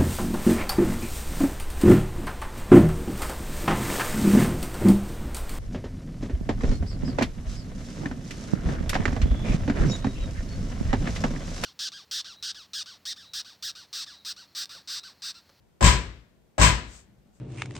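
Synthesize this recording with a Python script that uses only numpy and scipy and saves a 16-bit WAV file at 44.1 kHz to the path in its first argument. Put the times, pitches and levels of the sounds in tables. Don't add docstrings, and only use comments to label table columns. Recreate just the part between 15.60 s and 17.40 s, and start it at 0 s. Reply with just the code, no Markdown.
import sys
import numpy as np
from scipy import signal
from scipy.fft import rfft, irfft, next_fast_len
from scipy.io import wavfile
from scipy.ndimage import uniform_filter1d, minimum_filter1d

SR = 44100
rng = np.random.default_rng(int(sys.argv[2]) if len(sys.argv) > 2 else 0)


def generate_wav(signal):
    frames = np.transpose(np.atleast_2d(signal))
    scaled = np.clip(frames, -1, 1) * 32767
    pcm = np.round(scaled).astype(np.int16)
    wavfile.write(sys.argv[1], SR, pcm)


N = 79380

# start_s, thud_level_db, knock_level_db, rattle_level_db (relative levels)
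BLOWS = [(-.56, -2, -2.5, -5), (.207, 1.5, -1.5, 1.5), (.979, 0.5, -1.5, 2)]
# centre_hz, split_hz, level_db (relative), swell_s, t60_s
FLOOR_MODES = [(56.98, 7.3, -10, .026, .5), (52.64, 1.9, -21.5, .03, 0.76), (67.1, 4.9, -15.5, 0.069, 0.51),
               (112.4, 12, -20.5, 0.0041, 0.42), (164.1, 5.2, -18.5, .02, 0.32),
               (181.3, 12, -27.5, .015, .45)]
# pitch_hz, level_db (relative), t60_s
STEEL_MODES = [(994.3, -25.5, .33), (1049.5, -25, 0.19), (1086, -29.5, 0.22), (1181, -42, 0.29),
               (1492, -41, 0.09), (1628, -34, .26), (1640, -34, .24), (1912, -36, .25), (2052, -35.5, .32),
               (2452, -39, .25), (3110, -32, .25), (4330, -42.5, 0.08), (7550, -36, 0.083),
               (8240, -42, .17)]

# frequency_hz, level_db (relative)
BOOM_COLOUR = [(30, -19.5), (48, -1.5), (120, 1), (170, -3), (250, -7), (400, -12), (700, -19), (1500, -49)]
KNOCK_COLOUR = [(80, -9.5), (250, -5), (420, -6), (520, 1), (585, 8), (660, 0.5), (800, -2.5),
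                (1500, -10.5), (3000, -20.5), (5000, -31), (9000, -32), (16000, -51)]
CLASH_COLOUR = [(100, -24), (300, -9.5), (750, -6), (1000, 1.5), (1280, -0.5), (1700, 2.5), (2700, 0),
                (3800, -2), (5400, -2.5), (6600, -2.5), (7900, 2.5), (9000, -10), (12000, -11.5),
                (15000, -9.5)]
SLIDE_COLOUR = [(500, -10), (2000, -15), (4000, -11.5), (6000, -7.5), (8000, -2.5), (9200, -13),
                (15000, -16)]
BUMP_COLOUR = [(40, -11), (110, 4), (200, 6.5), (400, -15.5), (800, -19), (2500, -34)]
HUSH_COLOUR = [(15, -41), (25, -17.5), (37, -3), (77, -5.5), (191, -6), (286, -11.5), (363, -9.5),
               (1150, -22.5), (1240, -26.5), (1350, -23), (15000, -41)]

# frequency_hz, gain_db
MICROPHONE_RESPONSE = [(20, 5.5), (8300, 0.5), (9150, -1.5), (9800, -44.5), (11100, -44), (11900, -9.5),
                       (15500, -14.5)]
# peak_s, rise_s, fall_s, level_db (before panning)
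SLIDES = [(1.355, 0.076, 0.063, -52), (1.76, 0.032, 0.038, -69.5)]
# start_s, level_db (before panning), t60_s
BUMPS = [(1.473, -62, 0.69), (1.526, -71, .45), (1.575, -67.5, 0.39), (1.654, -62.5, 0.45)]
# lag_s, level_db (relative)
PARTS = [(0, -2), (.0013, -3.5), (.007, -3.5)]

ROOM_T60_S = 0.56
BOOM_DB, BOOM_SWELL_S, BOOM_T60_S = -20, 0.031, 0.57
KNOCK_DB, KNOCK_RISE_S, KNOCK_T60_S, KNOCK_ROOM_DB = -25, 0.0021, 0.29, -9.5
HUSH_DB = -66.5
BOUNCE_S, BOUNCE_JITTER_S, FIRST_CLASH_S = 0.0166, 0.0004, 0.002
RATTLE_PEAK_S, RATTLE_RISE_DB_PER_S, RATTLE_FALL_S, RATTLE_SCATTER_DB = 0.033, 491.5, 0.053, 1.04
CLASH_DB, CLASH_T60_S, CLASH_ROOM_DB = -20.5, 0.34, -10
CRACK_DB, CRACK_T60_S = -0.5, 0.012
TREBLE_HZ, TREBLE_T60_SHARE = 5000, 0.58
RING_ROUGH, WANDER_HZ = 0.67, 45
THUD_PAN_DB, KNOCK_PAN_DB, RATTLE_PAN_DB = 5.5, 3, 5
HISS_DB, TOP_HZ = -77.5, 15500
PEAK_LIMIT, LIMIT_S = 0.97, 0.002


def undb(db):
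    return 10 ** (np.asarray(db) / 20)


def pan(db):
    return undb(np.array([[db], [-db]]) / 2)


def since(start):
    return np.maximum(np.arange(N) / SR - start, 0)


def fade(t, t60):
    return np.exp(-np.log(1000) * t / t60)


def swell(t, rise):
    return 1 - np.exp(-(t / rise) ** 2)


def colour(x, points):
    size = 2 * next_fast_len(N)
    hz, db = np.array(points, float).T
    bins_hz = np.arange(size // 2 + 1) * SR / size
    gain = undb(np.interp(np.log(bins_hz + 1), np.log(hz), db))
    cepstrum = irfft(np.log(gain))
    cepstrum[1:size // 2] *= 2
    cepstrum[size // 2 + 1:] = 0
    response = np.exp(rfft(cepstrum))
    return irfft(rfft(x, size) * response)[..., :N]


def noise(points, likeness):
    share = np.clip(likeness, 0, 1)
    common = np.sqrt(share) * rng.standard_normal(N)
    separate = np.sqrt(1 - share) * rng.standard_normal((2, N))
    x = colour(common + separate, points)
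    return x / x.std()


def thud(start):
    t = since(start)
    modes = 0
    for hz, split, db, rise, t60 in FLOOR_MODES:
        beating = np.sin(np.pi * split * t) * np.cos(2 * np.pi * hz * t)
        modes = modes + undb(db) * swell(t, rise) * fade(t, t60) * beating
    boom_shape = swell(t, BOOM_SWELL_S) * fade(t, BOOM_T60_S)
    boom = undb(BOOM_DB) * noise(BOOM_COLOUR, likeness=0.88) * boom_shape
    return (modes + boom) * pan(THUD_PAN_DB)


def knock(start):
    t = since(start)
    decay = fade(t, KNOCK_T60_S) + undb(KNOCK_ROOM_DB) * fade(t, ROOM_T60_S)
    shape = swell(t, KNOCK_RISE_S) * decay
    return undb(KNOCK_DB) * noise(KNOCK_COLOUR, likeness=0.22) * shape * pan(KNOCK_PAN_DB)


def hush():
    return undb(HUSH_DB) * noise(HUSH_COLOUR, likeness=0.22) * pan(db=2.5)


def bounces(start, count=7):
    chance = rng.standard_normal((count, 2))
    after = FIRST_CLASH_S + BOUNCE_S * np.arange(count)
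    past = after - RATTLE_PEAK_S
    growing = undb(RATTLE_RISE_DB_PER_S * past)
    dying = np.exp(-(past / RATTLE_FALL_S) ** 2)
    force = np.where(past < 0, growing, dying)
    times = start + after + BOUNCE_JITTER_S * chance[:, 0]
    sizes = force * undb(RATTLE_SCATTER_DB * chance[:, 1])
    contacts = np.zeros(N)
    for at, size in zip(times, sizes):
        if at >= 0:
            contacts[int(at * SR)] += size
    return contacts


def clash_shape(t):
    crack = undb(CRACK_DB) * fade(t, CRACK_T60_S)
    panels = fade(t, CLASH_T60_S)
    room = undb(CLASH_ROOM_DB) * fade(t, ROOM_T60_S)
    return np.sqrt(crack ** 2 + panels ** 2 + room ** 2)


def clash():
    x = noise(CLASH_COLOUR, likeness=0.05)
    lowpass = signal.butter(2, TREBLE_HZ, fs=SR, output="sos")
    low = signal.sosfiltfilt(lowpass, x)
    treble = x - low
    t = since(0)
    return undb(CLASH_DB) * (low * clash_shape(t) + treble * clash_shape(t / TREBLE_T60_SHARE))


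def ring(contacts):
    out = 0
    hold = int(SR / WANDER_HZ)
    for hz, db, t60 in STEEL_MODES:
        energy = signal.lfilter([1], [1, -fade(2 / SR, t60)], contacts ** 2)
        drift = uniform_filter1d(rng.standard_normal((2, 2, N)), hold)
        drift = uniform_filter1d(drift, hold // 2)
        in_phase, quadrature = RING_ROUGH * np.sqrt(hold) * drift
        phase = 2 * np.pi * hz * since(0) + np.pi * rng.random((2, 1))
        wavering = (1 + in_phase) * np.sin(phase) + quadrature * np.cos(phase)
        out = out + undb(db) * np.sqrt(energy) * wavering
    return out


def rattle():
    contacts = []
    for lag, part_db in PARTS:
        hits = sum(undb(db) * bounces(at + lag) for at, _, _, db in BLOWS)
        contacts.append(undb(part_db) * hits)
    clashes = sum(signal.fftconvolve(part[None], clash(), axes=1)[:, :N] for part in contacts)
    return (clashes + ring(contacts[0])) * pan(RATTLE_PAN_DB)


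def hand_slides():
    t = since(0)
    shape = 0
    for peak, rise, fall, db in SLIDES:
        width = np.where(t < peak, rise, fall)
        shape = shape + undb(db) * np.exp(-((t - peak) / width) ** 2)
    return shape * noise(SLIDE_COLOUR, likeness=0.076) * pan(db=4)


def soft_bumps():
    shape = 0
    for at, db, t60 in BUMPS:
        t = since(at)
        shape = shape + undb(db) * swell(t, 0.0023) * fade(t, t60)
    return shape * noise(BUMP_COLOUR, likeness=0.81) * pan(db=3.5)


def scene():
    floor = 0
    for at, thud_db, knock_db, _ in BLOWS:
        floor = floor + undb(thud_db) * thud(at) + undb(knock_db) * knock(at)
    return floor + hush() + rattle() + hand_slides() + soft_bumps()


def record(dry):
    hiss = undb(HISS_DB) * rng.standard_normal((2, N))
    heard = colour(dry, MICROPHONE_RESPONSE) + hiss
    span = int(LIMIT_S * SR)
    needed = PEAK_LIMIT / np.maximum(abs(heard), PEAK_LIMIT)
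    gain = uniform_filter1d(minimum_filter1d(needed, span), span)
    top_cut = signal.ellip(8, 0.1, 60, TOP_HZ, fs=SR, output="sos")
    return signal.sosfiltfilt(top_cut, heard * gain)


dry = scene()
out = record(dry)
generate_wav(out)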